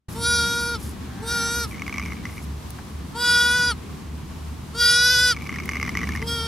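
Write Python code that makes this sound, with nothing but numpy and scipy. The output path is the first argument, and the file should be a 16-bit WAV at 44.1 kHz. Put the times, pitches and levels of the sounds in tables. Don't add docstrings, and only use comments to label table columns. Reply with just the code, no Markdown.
import sys
import numpy as np
from scipy import signal
from scipy.fft import rfft, irfft, next_fast_len
from scipy.io import wavfile

SR = 44100
rng = np.random.default_rng(int(sys.argv[2]) if len(sys.argv) > 2 else 0)


def store_wav(level_fs):
    pcm = np.round(np.clip(np.atleast_2d(level_fs), -1, 1) * 32767)
    wavfile.write(sys.argv[1], SR, pcm.T.astype(np.int16))


N = 285327
TIME = np.arange(N) / SR


def amp(db):
    return 10 ** (np.asarray(db) / 20)


def unit(x):
    return x / np.sqrt(np.mean(x ** 2) + 1e-20)


def gain_at(spectrum, hz):
    freq_hz, db = np.transpose(spectrum)
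    return amp(np.interp(np.log(hz + 1), np.log(freq_hz + 1), db))


def curves(rows, t):
    time_s, *columns = np.transpose(rows)
    return [np.interp(t, time_s, column) for column in columns]


def add(mix, start_s, sound):
    part = mix[..., max(round(start_s * SR), 0):][..., :sound.shape[-1]]
    part += sound[..., :part.shape[-1]]


def wander(size, rate_hz):
    length = 2 ** 15 if size <= 2 ** 15 else 2 ** 19
    rolloff = 1 + (np.fft.rfftfreq(length, 1 / SR) / rate_hz) ** 4
    return unit(irfft(rfft(rng.standard_normal(length)) / rolloff))[:size]


def noise(spectrum, size, correlation):
    length = next_fast_len(2 * (size // 2 + 1), True)
    gains = gain_at(spectrum, np.fft.rfftfreq(length, 1 / SR))
    mid, side = irfft(rfft(rng.standard_normal((2, length))) * gains, length)[:, :size]
    return unit(mid * np.sqrt(1 + correlation) + np.array([side, -side]) * np.sqrt(1 - correlation))


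# time_s, level_db
BREEZE = [(.1, -34.5), (1.1, -37), (2.1, -36.5), (3.6, -39), (5.1, -38), (6.47, -35)]
GUSTS = [(.1, -37), (.5, -37), (1.1, -37.5), (2.1, -36), (2.7, -42), (3.6, -37.5), (5.1, -43), (5.5, -36.5),
         (6.1, -32.5), (6.47, -40)]
# freq_hz, gain_db
RUMBLE_SPECTRUM = [(15, -32), (25, -13), (35, -9), (55, 0.5), (65, 7), (72, 14.5), (82, 2), (110, 2.5),
                   (140, -1.5), (220, -24.5), (600, -70)]
BUFFET_SPECTRUM = [(25, -40), (70, -2.5), (130, -4), (180, 4), (240, 1.5), (320, -6), (450, -11.5),
                   (650, -31), (1100, -25), (1600, -21), (4000, -28.5), (12000, -71)]
WASH_SPECTRUM = [(40, -32), (300, 8), (450, -2), (640, 1), (1100, 4), (1600, -6.5), (2700, -8), (5000, -9),
                 (9000, -13.5), (12500, -15.5), (15800, -25)]

def wind(lump_db=0.9, wash_db=-44.5, shimmer_db=0.9, wash_follow=0.59):
    breeze_db, gust_db = curves(BREEZE, TIME)[0], curves(GUSTS, TIME)[0]
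    rumble = amp(breeze_db) * noise(RUMBLE_SPECTRUM, N, correlation=1.0)
    buffet = amp(gust_db + lump_db * wander(N, 25)) * noise(BUFFET_SPECTRUM, N, correlation=0.72)
    swell_db = wash_follow * (breeze_db - breeze_db.mean()) + shimmer_db * wander(N, 9.9)
    wash = amp(wash_db + swell_db) * noise(WASH_SPECTRUM, N, correlation=0.23)
    return rumble + buffet * amp([[.7], [-.7]]) + wash


# freq_hz, level_db
HUM_PARTIALS = [(75.4, -40.5), (150.7, -46.5)]
# time_s, gain_db
HUM_SWELL = [(0, -17), (2.3, -0.5), (3.2, 0.5), (5, 2), (6.47, 4.5)]

def engine(waver=0.0057):
    clock_s = np.cumsum(1 + waver * wander(N, 3.0)) / SR
    drone = sum(amp(db) * np.sqrt(2) * np.sin(2 * np.pi * hz * clock_s) for hz, db in HUM_PARTIALS)
    return drone * amp(curves(HUM_SWELL, TIME)[0])


# start_s, length_s, level_db
SWISHES = [(0.07, 0.16, -46.5), (0.772, 0.17, -44), (1.65, 0.11, -49.5), (1.995, .12, -54),
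           (2.268, 0.17, -51.5), (2.414, 0.041, -47), (6.132, 0.038, -48)]
# start_s, level_db
TICKS = [(2.7045, -31), (5.421, -42), (5.656, -33)]
# freq_hz, gain_db
SWISH_SPECTRUM = [(1500, -29), (3000, -16), (5000, 3), (8000, 2), (11000, 7), (13500, -1), (16000, -17)]
TICK_SPECTRUM = [(3000, -10), (7000, -8), (10000, -1), (13000, -4), (16000, -8)]

def grass(grain_db=3.0, tick_t60_s=0.02):
    out = np.zeros((2, N))
    for start_s, length_s, db in SWISHES:
        size = int(length_s * SR)
        blades = unit(noise(SWISH_SPECTRUM, size, correlation=0.82) * amp(grain_db * wander(size, 250)))
        add(out, start_s, amp(db) * blades * np.sqrt(np.hanning(size)))
    t = np.arange(2048) / SR
    for start_s, db in TICKS:
        add(out, start_s, noise(TICK_SPECTRUM, len(t), correlation=.4) * amp(db - 60 * t / tick_t60_s))
    return out


RELEASE_S = 0.037
# shut_drop_db, lag_s, tiring_factor
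BANDS = [(-1, 0.0043, 0.079), (23, 0.017, 0.76), (24, 0.0024, 1.11), (17.5, 0.0015, 1.23)]

def effort(call, t, attack_s=0.032, attack_db=28.5, release_db=18):
    start_s, shut_s, held_s, opening_s, *full_db, tiring_db = call
    open_s, let_go_s = start_s + shut_s, start_s + held_s
    onset_db = attack_db * np.clip(1 - (t - start_s) / attack_s, 0, 1)
    break_off_db = release_db * (np.maximum(t - let_go_s, 0) / RELEASE_S) ** 3
    sag_db = tiring_db * np.clip((t - open_s) / (let_go_s - open_s), 0, 1) ** 2
    levels_db = []
    for db, (shut_drop_db, lag_s, tiring_factor) in zip(full_db, BANDS):
        shut = .5 * (1 - np.tanh(.5 * (t - open_s - lag_s) / opening_s))
        levels_db.append(db - onset_db - break_off_db - tiring_factor * sag_db - shut_drop_db * shut)
    return levels_db


# freq_hz, gain_db
EDGE = [(7100, -24), (8000, -27), (9200, -25), (10400, -18), (11500, -29), (12800, -32), (14000, -42.5),
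        (15500, -51)]

def rasp(throat, phase, level_db, slack, rasp_db=-21, catch_db=9, pulsing=0.63):
    spectrum = [(1000, -45), (2700, -62)] + list(throat)[6:] + [(hz, db + 9.5) for hz, db in EDGE]
    puffs = noise(spectrum, len(phase), correlation=0.94) * (1 + pulsing * np.cos(phase))
    return puffs * amp(level_db + rasp_db + catch_db * slack)


BAND_BORDERS_HZ = [1150, 2620, 7200]

def bleat(call, held_pitch, throat, scoop=.12, scoop_s=.085, release_drop=.13,
          jitter=0.00345, slack_jitter=0.018, flutter_db=2.5, drift_db=4.0):
    start_s, _, held_s, *_ = call
    let_go_s = start_s + held_s
    t = np.arange(start_s, let_go_s + 2 * RELEASE_S, 1 / SR)
    size = len(t)
    flat = scoop * np.maximum(1 - (t - start_s) / scoop_s, 0) ** 2
    flat += release_drop * (np.maximum(t - let_go_s, 0) / RELEASE_S) ** 1.27
    slack = np.clip(flat / 0.059, 0, 1)
    pitch_hz = curves(held_pitch, t)[0] * (1 - flat)
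    orders = np.arange(1, 33)
    harmonics_hz = orders * np.median(pitch_hz)
    pitch_hz *= 1 + jitter * wander(size, 44) + slack_jitter * slack * wander(size, 143)
    phase = 2 * np.pi * np.cumsum(pitch_hz) / SR
    gains = gain_at(list(throat) + EDGE, harmonics_hz)
    bands = np.searchsorted(BAND_BORDERS_HZ, harmonics_hz)
    levels_db = effort(call, t)
    out = rasp(throat, phase, levels_db[2], slack)
    for k, hz, gain, band in zip(orders, harmonics_hz, gains, bands):
        level = amp(levels_db[band]) * gain / np.linalg.norm(gains[bands == band])
        height = min(hz / 10000, 1)
        level *= amp(flutter_db * np.sqrt(height) * wander(size, 30.6))
        level *= amp(drift_db * height * wander(size, 4.9))
        ear_rad = 0.44 * height * (1 + 0.89 * wander(size, 4.5))
        blur = amp(-24 + 6 * np.log2(hz / 4000) + 12 * slack)
        sidebands = blur * (wander(size, 78) + 1j * wander(size, 74))
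        level *= np.sqrt(2 / (1 + 2 * blur ** 2))
        tone = level * (1 + sidebands) * np.exp(1j * (k * phase + rng.uniform(0, 2 * np.pi)))
        pan_db = 0.8 if hz < 3500 else -0.8
        out[0] += amp(pan_db / 2) * (tone * np.exp(1j * ear_rad)).real
        out[1] += amp(-pan_db / 2) * (tone * np.exp(-1j * ear_rad)).real
    return out * signal.windows.tukey(size, .02)


# start_s, shut_s, held_s, opening_s, nasal_db, mouth_db, upper_db, edge_db, tiring_db
BLEATS = [(0.129, 0.081, 0.61, 0.014, -36, -23.5, -25.5, -33, 8.5),
          (1.198, 0.065, .43, 0.0091, -38, -27, -29, -35.5, 2.5),
          (3.126, 0.067, 0.57, 0.024, -35, -18.5, -21.5, -33.5, 5.5),
          (4.72, .057, 0.5817, 0.014, -40, -19.5, -20, -32.5, 1.7),
          (6.189, 0.077, 0.33, 0.005, -38, -33, -29, -40.5, 5.5)]
# time_s, pitch_hz
HELD_PITCH = [
    [(.238, 470.5), (.3, 478.6), (.422, 469.3), (.53, 473.4), (.65, 474), (.735, 474)],
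    [(1.281, 462.7), (1.33, 476), (1.42, 463.8), (1.5, 469), (1.57, 476.6), (1.63, 471.3)],
    [(3.2, 481), (3.245, 484.4), (3.33, 483), (3.449, 482.3), (3.57, 492), (3.7, 482.7)],
    [(4.8, 476), (4.95, 482.5), (5.03, 489.4), (5.131, 501.2), (5.172, 491), (5.22, 498), (5.3, 491)],
    [(6.286, 464), (6.34, 468.3), (6.41, 456.4), (6.47, 461)],
]
# freq_hz, gain_db
THROAT_1 = [(470, -9), (950, -12.5), (1420, 5), (1890, -18.5), (2370, -11.5), (2840, -29.5), (3310, -14),
            (3790, -9), (4260, -13.5), (4730, -9.5), (5210, -14), (5680, -10), (6150, -15.5), (6630, -27)]
THROAT_2 = [(470, -11.5), (940, -15.5), (1410, 4.5), (1880, -14.5), (2350, -11.5), (2820, -18),
            (3300, -11.5), (3770, -4.5), (4240, -9.5), (4710, -4), (5180, -9), (5650, -2), (6120, -4.5),
            (6590, -22)]
THROAT_3 = [(490, -21.5), (970, -17.5), (1460, 6), (1940, -12), (2430, -13.5), (2910, -19.5), (3400, -6.5),
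            (3880, -13.5), (4370, -20), (4850, -4.5), (5340, -15), (5820, -18.5), (6310, -21.5),
            (6790, -26)]
THROAT_4 = [(490, -21), (980, -26.5), (1470, 1.5), (1960, -15.5), (2450, -17), (2940, -17.5), (3430, -7),
            (3920, -10.5), (4410, -14), (4900, -1.5), (5390, -11.5), (5880, -10), (6370, -20.5),
            (6860, -21.5)]
THROAT_5 = [(460, -7), (930, -13.5), (1390, 2.5), (1850, -10.5), (2320, -9.5), (2780, -28), (3240, 1.5),
            (3710, -12), (4170, -16), (4630, -4), (5090, -4.5), (5560, -11.5), (6020, -17), (6480, -27)]

def lamb():
    out = np.zeros((2, N))
    throats = [THROAT_1, THROAT_2, THROAT_3, THROAT_4, THROAT_5]
    for call, held_pitch, throat in zip(BLEATS, HELD_PITCH, throats):
        add(out, call[0], bleat(call, held_pitch, throat))
    return out


# time_s, pitch_hz, level_db
EWE_CALL = [(1.0, 148.5, -63), (1.059, 151.8, -53), (1.2, 159.5, -48.5), (1.32, 158.6, -43.5),
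            (1.42, 158, -42.5), (1.52, 153, -50), (1.621, 149, -50)]
# centre_hz, width_hz, gain_db
EWE_THROAT = [(782, 44, 2.5), (1610, 410, 2)]

def ewe(jitter=0.0053):
    start_s, end_s = EWE_CALL[0][0], EWE_CALL[-1][0]
    t = np.arange(start_s, end_s, 1 / SR)
    pitch_hz, level_db = curves(EWE_CALL, t)
    phase = 2 * np.pi * np.cumsum(pitch_hz * (1 + jitter * wander(len(t), 40))) / SR
    voice = np.zeros(len(t))
    for k in range(2, 16):
        for centre_hz, width_hz, db in EWE_THROAT:
            detuning = 2 * (k * pitch_hz - centre_hz) / width_hz
            voice += amp(db) / (1 + detuning ** 2) * np.cos(k * phase + k * k)
    out = np.zeros((2, N))
    add(out, start_s, amp(level_db) * unit(voice))
    return out


# freq_hz, gain_db, t60_s
CASING_MODES = [(1150, -4.5, 0.022), (2200, 3.5, 0.026), (1290, -9.5, 0.01), (2890, -12, 0.017),
                (5966, -14, 0.023)]
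# freq_hz, gain_db
SNAP_SPECTRUM = [(300, -20), (650, -13), (1100, -14), (2200, 7), (3800, -27), (5000, 2), (6000, -3),
                 (7000, -8), (9500, -21), (11500, -8), (13000, -16), (16000, -32)]

def knock(level_db, pitch_hz, ring_db=-4, snap_db=-12, snap_t60_s=0.013, contact_s=0.0002):
    t = np.arange(2048) / SR
    mode_hz, mode_db, t60_s = np.transpose(CASING_MODES)[:, :, None]
    detuned_hz = mode_hz * (1 + 0.016 * rng.standard_normal(mode_hz.shape))
    mode_hz = np.where(mode_db == mode_db.max(), pitch_hz, detuned_hz)
    phases = 2 * np.pi * (mode_hz * t + rng.random(mode_hz.shape))
    ring = (amp(mode_db - 60 * t / t60_s) * np.sin(phases)).sum(0)
    snap = noise(SNAP_SPECTRUM, len(t), correlation=0.53)
    snap *= amp(snap_db + 3 * rng.standard_normal() - 60 * t / snap_t60_s)
    return amp(level_db) * (amp(ring_db) * ring + snap) * (1 - np.exp(-t / contact_s))


# start_s, level_db, pitch_hz
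KNOCKS = [(1.742, -37, 2200), (1.82, -19.5, 2200), (1.865, -24, 2250), (1.879, -20, 2100),
          (1.895, -23, 2200), (1.926, -20.5, 2320), (1.941, -21, 2270), (1.982, -14.5, 2230),
          (1.997, -20.5, 2110), (2.06, -23, 2210), (2.083, -30, 2210), (2.121, -22.5, 2160),
          (2.254, -20, 2020), (2.38, -26.5, 2270), (5.464, -28, 2200), (5.493, -19.5, 2120),
          (5.541, -24.5, 2200), (5.561, -23, 1900), (5.585, -22, 2200), (5.691, -15, 2130),
          (5.719, -21.5, 2120), (5.734, -20, 2200), (5.755, -19.5, 2050), (5.769, -17.5, 2160),
          (5.799, -20, 2130), (5.813, -20, 2200), (5.828, -13.5, 2090), (5.85, -22, 2100),
          (5.879, -20, 1970), (5.892, -16, 2100), (5.952, -16, 1960), (5.972, -13.5, 2155),
          (5.99, -21.5, 2200), (6.015, -19.5, 1990), (6.032, -18, 1970), (6.039, -19, 1970),
          (6.09, -18, 1760), (6.121, -22, 2180), (6.152, -19, 1850), (6.173, -22, 2160), (6.225, -19, 2050)]
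# start_s, end_s, level_db
CHATTER = [(1.709, 1.81, -34), (1.941, 2.14, -30), (2.141, 2.4, -38.5), (5.352, 5.68, -29),
           (5.68, 6.23, -28.5)]

def rattle(rate_hz=90, spread_db=6, pitch_scatter=0.077):
    out = np.zeros((2, N))
    for start_s, db, pitch_hz in KNOCKS:
        add(out, start_s, knock(db, pitch_hz))
    for start_s, end_s, db in CHATTER:
        for slot_s in np.arange(start_s, end_s, 1 / rate_hz):
            late, force, place = rng.uniform(-1.1, 1, 3)
            pitch_hz = CASING_MODES[1][0] * (1 + pitch_scatter * place)
            add(out, slot_s + .5 * late / rate_hz, knock(db + spread_db * force, pitch_hz))
    return out


# start_s, level_db
HOOF_FALL = (2.787, -36)
# freq_hz, gain_db
THUD_SPECTRUM = [(200, -21), (450, -10), (750, 4), (1100, -11), (1700, 0), (3000, -23), (8000, -35)]

def hoof(t60_s=0.064):
    start_s, db = HOOF_FALL
    t = np.arange(4096) / SR
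    out = np.zeros((2, N))
    add(out, start_s, noise(THUD_SPECTRUM, len(t), correlation=0.74) * amp(db - 60 * t / t60_s))
    return out


def scene():
    return wind() + engine() + grass() + lamb() + ewe() + rattle() + hoof()


def record(dry):
    open_s, cutoff_hz = .083, 15900
    gate = np.interp(TIME, [open_s, open_s + .004], [amp(-46), 1])
    lowpass = signal.firwin(511, cutoff_hz, window=("kaiser", 9), fs=SR)
    return signal.oaconvolve(dry * gate, lowpass[None], "same")


dry = scene()
out = record(dry)
store_wav(out)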